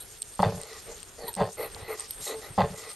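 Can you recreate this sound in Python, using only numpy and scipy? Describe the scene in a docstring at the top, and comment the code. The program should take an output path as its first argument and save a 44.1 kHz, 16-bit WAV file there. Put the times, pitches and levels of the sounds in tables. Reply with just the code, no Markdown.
"""Pig grunting in a straw pen

A pig grunts three times and snuffles in between: uneven pulses ring fixed throat and chest resonances,
and noise through fluttering nostrils makes the snuffles. Sniffs, whistles, thuds and scuffs join in.
Straw rustles (filtered noise and crackles) and snaps (short ringing bursts) over the steady air of a barn.
The pen walls echo the pig, and the microphone has sharp treble peaks."""
import sys
import numpy as np
from scipy import signal
from scipy.fft import rfft, irfft
from scipy.io import wavfile
from scipy.ndimage import uniform_filter1d

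SR = 44100
rng = np.random.default_rng(int(sys.argv[2]) if len(sys.argv) > 2 else 0)


def makeup_ratio(level_db):
    """Linear amplitude ratio for a level in decibels (20 dB per factor of ten)."""
    decades = np.asarray(level_db, float) / 20
    return 10 ** decades


def pcm_store(signal):
    """Save signal as 16-bit PCM."""
    levels = np.round(np.clip(np.atleast_2d(signal), -1, 1) * 32767)
    wavfile.write(sys.argv[1], SR, levels.astype(np.int16).T)


N = 130095  # length in samples

# All levels hold ahead of the microphone's colour.
# spectrum of the barn air: (f/Hz, relative level/dB)
BARN = [(12, -31), (20, 3.5), (101, 0.5), (279, -11.5), (412, -1.5), (546, -8.5), (1090, -12.5),
        (1410, -11), (3500, -17.5), (4550, -38)]
# how alike the two microphone ports hear spread sound: (f/Hz, likeness 0 to 1)
ALIKE = [(1000, 0.75), (2000, 0.55), (4000, 0.71), (8500, 0.4), (11500, 0.36)]
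# treble response of the microphone: (f/Hz, gain/dB)
MIC = [(7000, -0.5), (7650, 3.5), (7850, -30), (8100, 7), (9500, -4.5), (10100, -6.5), (10800, 2),
       (11900, 10.5), (12300, -81), (13200, -43)]
# rustling straw: (t/s, level at 8-10 kHz/dB, level at 3-7.5 kHz before band trims/dB)
RUSTLE = [(0, -57, -56.5), (.3, -55.5, -55.5), (.5, -57.5, -52), (.85, -55, -53), (1.1, -59.5, -57),
          (1.5, -60, -59), (2.0, -57, -51), (2.2, -49, -54.5), (2.5, -59, -60), (2.95, -55, -51)]
# straw snaps: (t/s, peak level/dB, body below 6 kHz re peak/dB, top above 10.5 kHz re peak/dB,
# left minus right/dB)
SNAPS = [(0.2199, -19, -11, -33, -3.5), (0.2278, -31, 4, -24, 0), (0.4222, -35.5, 4.5, -20, 18),
         (0.615, -30.5, -17, -19, 2), (0.634, -30.5, -1.5, -26, 1), (1.003, -43, -16, -17, 15),
         (1.0301, -34.5, 2.5, -28, 10), (1.331, -33, -24, -20, -2), (1.3402, -26, -4.5, -20, 2),
         (1.3513, -27, -4, -22, -7.5), (1.3639, -32, -26, -20, 0), (1.7473, -42.5, 17.5, -16, -1),
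         (1.997, -24.5, -17, -26, 0.0), (2.0058, -25.5, -6, -27, 0.0), (2.1079, -35, 6, 12, 0)]
# soft thuds of bodies on the bedding: (t/s, level/dB, f/Hz)
THUDS = [(1.237, -40, 197), (1.817, -38, 102), (2.498, -39.5, 122)]
# the snout pushes through straw: (t/s, length/s, level/dB)
SCUFFS = [(2.184, 0.16, -38), (2.739, 0.11, -46.5)]
# gliding hiss of air drawn through a pinched nostril:
# (t/s, length/s, level/dB, first f/Hz, last f/Hz); the resonance sits 5 % below these f
SNIFFS = [(1.144, 0.15, -50, 5200, 4100), (2.26, 0.029, -40.5, 4160, 4100)]
# short nasal whistles: (t/s, length/s, level/dB, first f/Hz, last f/Hz)
WHISTLES = [(1.275, .038, -37.5, 1010, 810), (2.315, .095, -40, 460, 430), (2.43, .055, -48, 1780, 2180)]
# snuffles, the first row being a brief rustle of straw at the very start, made the same way: (t/s, length/s,
# nose level/dB, rasp level at 1-3 kHz/dB, hiss level at 3-5 kHz/dB, top level above 8 kHz/dB)
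SNUFFLES = [(0, 0.04, -79, -78, -48, -42.5), (0.596, 0.21, -50, -49.5, -55.5, -74),
            (0.862, 0.091, -44, -59.5, -60, -73), (1.177, 0.14, -40.5, -52, -66, -57.5),
            (1.278, 0.026, -62, -62, -37, -35), (1.569, .12, -35, -42, -50, -46),
            (1.765, 0.15, -50, -51, -54, -65), (1.876, 0.089, -36.5, -41, -53, -50),
            (1.968, 0.1, -52.5, -50, -72, -79), (2.198, 0.13, -72, -57, -49, -48),
            (2.261, 0.1, -36.5, -42.5, -45, -56), (2.407, 0.087, -45.5, -50.5, -54.5, -57),
            (2.725, 0.23, -49.5, -49, -59.5, -83)]
# resonances of a snuffle, low to high: (f/Hz, nominal width/Hz, relative level/dB)
NOSE = [(388, 110, -2.5), (463.6, 60, 5.5), (582.4, 133, -3), (803, 110, -2.5)]
RASP = [(1170, 300, 4), (1970, 150, 9), (2450, 350, -3)]
HISS = [(4120, 370, 17), (3366, 870, 2.5)]
TOP = [(9140, 1120, -0.73), (11500, 680, -1.2)]
# hardest single slaps of the vocal folds: (t/s, level/dB)
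SLAPS = [(0.393, -12.5), (0.401, -13), (0.43, -6.5), (1.406, -14.5), (1.764, -32), (2.578, -22.5),
         (2.586, -12), (1.381, -25)]
# each of the three grunts: rows of (t/s, throat level/dB, chest level/dB)
GRUNTS = [
    [(.391, -37, -26), (.404, -24, -22.5), (.417, -41.5, -29.5), (.434, -19, -34.5), (.468, -31, -23.5),
     (.51, -34.5, -37), (.545, -44, -37), (.585, -44.5, -38.5), (.62, -48.5, -60)],
    [(1.364, -40.5, -29.5), (1.388, -28.5, -33.5), (1.416, -24.5, -26), (1.44, -28.5, -30),
     (1.474, -37.5, -47), (1.51, -46.5, -56)],
    [(2.577, -24.5, -24.5), (2.6, -22, -29.5), (2.616, -17, -29.5), (2.632, -34.5, -22.5),
     (2.65, -30.5, -29), (2.686, -41.5, -48), (2.71, -42, -36), (2.75, -50, -48.5)],
]
# fixed resonances of throat, snout and pen, then of the chest:
# (f/Hz, nominal width/Hz, relative level mouth open/dB, relative level mouth shut/dB)
THROAT = [(396, 40, -12, -3), (450, 40, -5, 0), (560, 60, 0, 0), (645, 45, -4, -4), (810, 200, 0, -8),
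          (700, 50, -4, -6), (1022, 50, -3, -9), (1290, 90, -17, -18)]
CHEST = [(53, 29, -12.5, -9.5), (102, 18, -1.5, -6), (172.5, 56, -35.5, -5), (194.4, 35.7, -3.5, -6)]
# mouth resonances, which sink as it shuts, and palate ones, which stay:
# (f/Hz, nominal width/Hz, relative level/dB)
MOUTH = [(1650, 184, 1), (2000, 155, 3), (2740, 1670, -10)]
PALATE = [(3450, 120, 0.59), (4610, 530, -2.6)]

BARN_DB = -52.5
PEN_T60, PEN_DB, PEN_WIDE = .16, -9, .35  # s to fade by 60 dB, dB, share of left-right difference
CRACKLES_PER_S, CRACKLE_DB, SMOOTH = 3600, 2.5, .49  # per channel; size spread; amount of plain noise
RUSTLE_TOP_DB = -13  # highest rustle band against the 8-10 kHz level
SNAP_S = .0009  # fading time of a snap's burst, s
SNIFF_WIDTH_HZ = 352  # nominal
OCTAVE_DB = -10  # octave of a whistle against its tone
LATE = 1.8  # how late a sniff, or at most a snuffle's treble, swells
FLUTTER_HZ, FLUTTER = 62, .3  # mean nostril rate, depth as a share
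ONSET_S, ARCH = .004, .9  # snuffle rise time, power of its arch
SWELL_S = .09  # snuffles longer than this swell later in the treble, shorter ones sooner
NOSE_DRIFT = .03  # rms share by which nose resonances wander
SLAP_S, SLAP_BRIGHT_DB = .006, -20  # damping time, mouth and palate against throat
FAST_PER_S, SLOW_PER_S, CLOSING_S = 194, 80, .06  # pulse rates mouth open and shut, closing time
JITTER_OPEN, JITTER_SHUT, UNEVEN_DB = .09, .35, 3.5  # rms rate wander as a share, pulse level spread
GRUNT_AIR, MOUTH_PULSE = .25, .55  # breath in the pulses, pulses in the breath
MOUTH_DB, PALATE_DB = -15.5, -23.5  # against the throat
MOUTH_SAG, MOUTH_OPENS_S = .1, .008  # share by which mouth resonances sink, rise time in s


def evened(x):
    """Scales to rms 1."""
    return x / np.sqrt(np.mean(x ** 2) + 1e-20)


def wander(size, smooth):
    """Noise smoothed over a number of samples, scaled to rms 1."""
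    return evened(uniform_filter1d(rng.standard_normal(size), int(smooth)))


def read(points, hz):
    """Reads a spectrum on a log axis."""
    f, value = np.transpose(points)
    return np.interp(np.log(hz + 1), np.log(f + 1), value)


def add(mix, s, sound):
    """Mixes a sound in at time s."""
    part = mix[..., round(s * SR):][..., :sound.shape[-1]]
    part += sound[..., :part.shape[-1]]


def resonate(x, hz, width):
    """One resonance, fixed or moving: shift it down to zero Hz, smooth, shift back."""
    turn = np.exp(2j * np.pi * np.cumsum(hz * np.ones(x.shape[-1])) / SR)
    r = np.exp(-np.pi * abs(width) / SR)
    return 2 * (turn * signal.lfilter([1 - r], [1, -r], x / turn, axis=-1)).real


def bank(x, table, column=2, glide=1):
    """Resonances side by side, each run twice to be steep, all shifted by the factor glide."""
    total = 0
    for k, row in enumerate(table):
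        hz, width = glide * row[0], 1.29 * row[1]
        ring = resonate(resonate(x, hz, width), hz, width)
        total = total + (-1) ** k * makeup_ratio(row[column]) * ring  # neighbours have opposite signs
    return total


def controls(rows):
    """Time axis, short fades at the ends, and each table column as a line in time."""
    rows = np.array(rows)
    t = np.arange(rows[0, 0], rows[-1, 0], 1 / SR)
    edge = np.minimum(np.minimum(t - t[0], t[-1] - t) / .0022, 1)
    return t, edge, [np.interp(t, rows[:, 0], c) for c in rows.T[1:]]


def coloured(x, db):
    """Filters by a dB function of frequency."""
    size = N + 2048
    gain = makeup_ratio(db(np.fft.rfftfreq(size, 1 / SR)))
    return irfft(rfft(x, size) * gain, size)[..., :N]


def spread(a, b):
    """Two microphone ports from two unrelated signals, as alike as ALIKE says."""
    alike = np.clip(read(ALIKE, np.fft.rfftfreq(N, 1 / SR)), 0, 1)
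    mid = rfft(a) * np.sqrt((1 + alike) / 2)
    side = rfft(b) * np.sqrt((1 - alike) / 2)
    return irfft(np.array([mid + side, mid - side]), N)


def barn():
    """Steady air of the barn: coloured noise, swelling a little."""
    air = coloured(spread(*rng.standard_normal((2, N))), lambda hz: read(BARN, hz))
    swell = evened(uniform_filter1d(uniform_filter1d(rng.standard_normal(N), 3000), 3000))
    return makeup_ratio(BARN_DB + 3.8 * swell) * evened(air)


def pen(x):
    """Short sparse echoes of the pen walls: random taps that fade away."""
    t = np.arange(SR // 3) / SR
    signs = rng.choice([-1., 1.], (2, len(t)))
    chosen = rng.random((2, len(t))) < .05
    taps = signs * chosen * makeup_ratio(-60 * t / PEN_T60) * (t > .003)
    wet = signal.fftconvolve(x[None], taps / np.linalg.norm(taps[0]), axes=1)[:, :N]
    return spread(wet[0], PEN_WIDE * wet[1])


def straw():
    """Dense small crackles over a smooth rustle that comes in patches."""
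    size = makeup_ratio(CRACKLE_DB * np.minimum(rng.exponential(1, (2, N)), 5))
    size = size * (rng.random((2, N)) < CRACKLES_PER_S / SR)
    crackles = evened(size * rng.choice([-1, 1], (2, N)))
    fizz = spread(*(crackles + SMOOTH * rng.standard_normal((2, N))))
    s, high_db, low_db = np.transpose(RUSTLE)
    t = np.arange(N) / SR
    high_db, low_db = np.interp(t, s, high_db), np.interp(t, s, low_db)
    bands = [(4000, 3000, low_db - 4.5), (5300, 2380, low_db - 5), (6790, 1940, low_db - 2.0),
             (8574, 1200, high_db), (11110, 280, high_db + RUSTLE_TOP_DB)]
    return sum(makeup_ratio(db + 4.66 * wander(N, 2100)) * evened(bank(fizz, [(hz, width, 0)]))
               for hz, width, db in bands)


def snap(db, body_db, top_db, pan_db):
    """A stalk breaks: a short burst, ringing in three bands; the highest stays central."""
    t = np.arange(400) / SR
    burst = np.exp(-t / SNAP_S) * rng.standard_normal(400) * .3 + (t == 0)  # noise after a click
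    bands = [(8610, 620, 0), (4100, 2100, 0), (11440, 1270, 0)]
    parts = [bank(burst, [band]) for band in bands]
    ring, body, top = [makeup_ratio(db + d) * p / abs(p).max() for d, p in zip((0, body_db, top_db), parts)]
    return (ring + body) * makeup_ratio(np.array([[pan_db / 2], [-pan_db / 2]])) + top


def thud(db, hz):
    """A soft low push: three cycles that swell and fade."""
    t = np.arange(0, 3 / hz, 1 / SR)
    return makeup_ratio(db) * np.sin(2 * np.pi * hz * t) * np.sin(np.pi * t / t[-1]) ** 2


def scuff(length, db):
    """A soft swell of hiss from sliding stalks."""
    t = np.arange(0, length, 1 / SR)
    shape = np.sin(np.pi * t / length) ** 2 * makeup_ratio(2 * wander(len(t), 300))
    return makeup_ratio(db) * shape * evened(bank(rng.standard_normal(len(t)), [(7230, 3100, 0)]))


def sniff(length, db, first_hz, last_hz):
    """Noise in one sliding resonance, swelling towards its end."""
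    t = np.arange(0, length, 1 / SR)
    glide = np.linspace(first_hz, last_hz, len(t))
    air = bank(rng.standard_normal(len(t)), [(.95, SNIFF_WIDTH_HZ, 0)], glide=glide)
    return makeup_ratio(db) * np.sin(np.pi * (t / length) ** LATE) * evened(air)


def whistle(length, db, first_hz, last_hz):
    """A narrowed nostril sings a wavering, fading tone with its octave."""
    t = np.arange(0, length, 1 / SR)
    hz = np.linspace(first_hz, last_hz, len(t)) * (1 + .014 * wander(len(t), 150))
    turn = 2 * np.pi * np.cumsum(hz) / SR
    shape = np.sqrt(abs(np.sin(np.pi * np.sqrt(t / length)))) * (1 + .41 * wander(len(t), 100))
    return makeup_ratio(db) * shape * (np.sin(turn) + makeup_ratio(OCTAVE_DB) * np.sin(2 * turn))


def snuffle(length, *levels_db):
    """Air forced through fluttering nostrils: quick onset, then an arch, timed apart in the treble."""
    t = np.arange(0, length, 1 / SR)
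    onset = np.minimum(t / ONSET_S, 1)
    low, high = [onset * np.sin(np.pi * (.11 + .89 * (t / length) ** lag)) ** ARCH
                 for lag in (1, min(length / SWELL_S, LATE))]
    turns = rng.random() + np.cumsum(FLUTTER_HZ * (1 + .27 * wander(len(t), 560))) / SR
    air = (1 + FLUTTER * np.sin(2 * np.pi * turns)) * rng.standard_normal(len(t))
    drift = 1 + NOSE_DRIFT * wander(len(t), 1390)
    layers = zip((low, high, high, high), levels_db, (NOSE, RASP, HISS, TOP))
    return sum(shape * makeup_ratio(db) * evened(bank(air, part, glide=drift)) for shape, db, part in layers)


def slap(db):
    """One hard closing of the vocal folds, soon damped; it rings throat, mouth and palate."""
    knock = np.pad(np.hanning(12), (0, 2000))
    low, high = [bank(knock, part) for part in (THROAT, MOUTH + PALATE)]
    ring = low / abs(low).max() + makeup_ratio(SLAP_BRIGHT_DB) * high / abs(high).max()
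    return makeup_ratio(db) * ring * np.exp(-np.arange(len(ring)) / SR / SLAP_S)


def grunt(rows):
    """Vocal pulses slow down and grow uneven while the mouth shuts; they ring throat and chest."""
    t, edge, (throat_db, chest_db) = controls(rows)
    mouth = np.exp(-((t - t[0]) / CLOSING_S) ** 3)  # 1 open, 0 shut
    rate = SLOW_PER_S + (FAST_PER_S - SLOW_PER_S) * mouth
    jitter = JITTER_SHUT + (JITTER_OPEN - JITTER_SHUT) * mouth
    turns = .7 + np.cumsum(rate * (1 + jitter * wander(len(t), 200))) / SR
    # one pulse at each whole turn, then a fading puff of breath
    pulses = (np.diff(np.floor(turns), prepend=0) > 0) * makeup_ratio(UNEVEN_DB * rng.standard_normal(len(t)))
    puffs = evened(np.exp(-(turns % 1) / .25) * rng.standard_normal(len(t)))
    drive = evened(pulses / np.sqrt(rate)) + GRUNT_AIR * puffs
    throat, chest = [mouth * evened(bank(drive, part, column=2))
                     + (1 - mouth) * evened(bank(drive, part, column=3)) for part in (THROAT, CHEST)]
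    breath = MOUTH_PULSE * drive + puffs
    sinking = 1 - MOUTH_SAG * (1 - mouth)
    air = makeup_ratio(MOUTH_DB) * evened(bank(breath, MOUTH, glide=sinking))
    air = air + makeup_ratio(PALATE_DB) * evened(bank(breath, PALATE))
    air = air * np.minimum((t - t[0]) / MOUTH_OPENS_S, 1)
    return t[0], edge * (makeup_ratio(throat_db) * (throat + air) + makeup_ratio(chest_db) * chest)


def scene():
    """Pig in the middle with its echoes, straw and barn air around it."""
    pig, snaps = np.zeros(N), np.zeros((2, N))
    for rows in GRUNTS:
        add(pig, *grunt(rows))
    for mix, table, source in [(pig, SNUFFLES, snuffle), (pig, WHISTLES, whistle), (pig, SLAPS, slap),
                               (pig, THUDS, thud), (pig, SCUFFS, scuff), (pig, SNIFFS, sniff),
                               (snaps, SNAPS, snap)]:
        for s, *row in table:
            add(mix, s, source(*row))
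    return pig + makeup_ratio(PEN_DB) * pen(pig) + snaps + straw() + barn()


def low_pass(x):
    """Removes everything above the highest recorded frequency."""
    return signal.sosfilt(signal.butter(12, 13370, fs=SR, output="sos"), x)


def record(dry):
    """The microphone colours the sound, with sharp peaks and dips in the treble."""
    finished = coloured(dry, lambda hz: read(MIC, hz))
    return low_pass(finished)


dry = scene()
out = record(dry)
pcm_store(out)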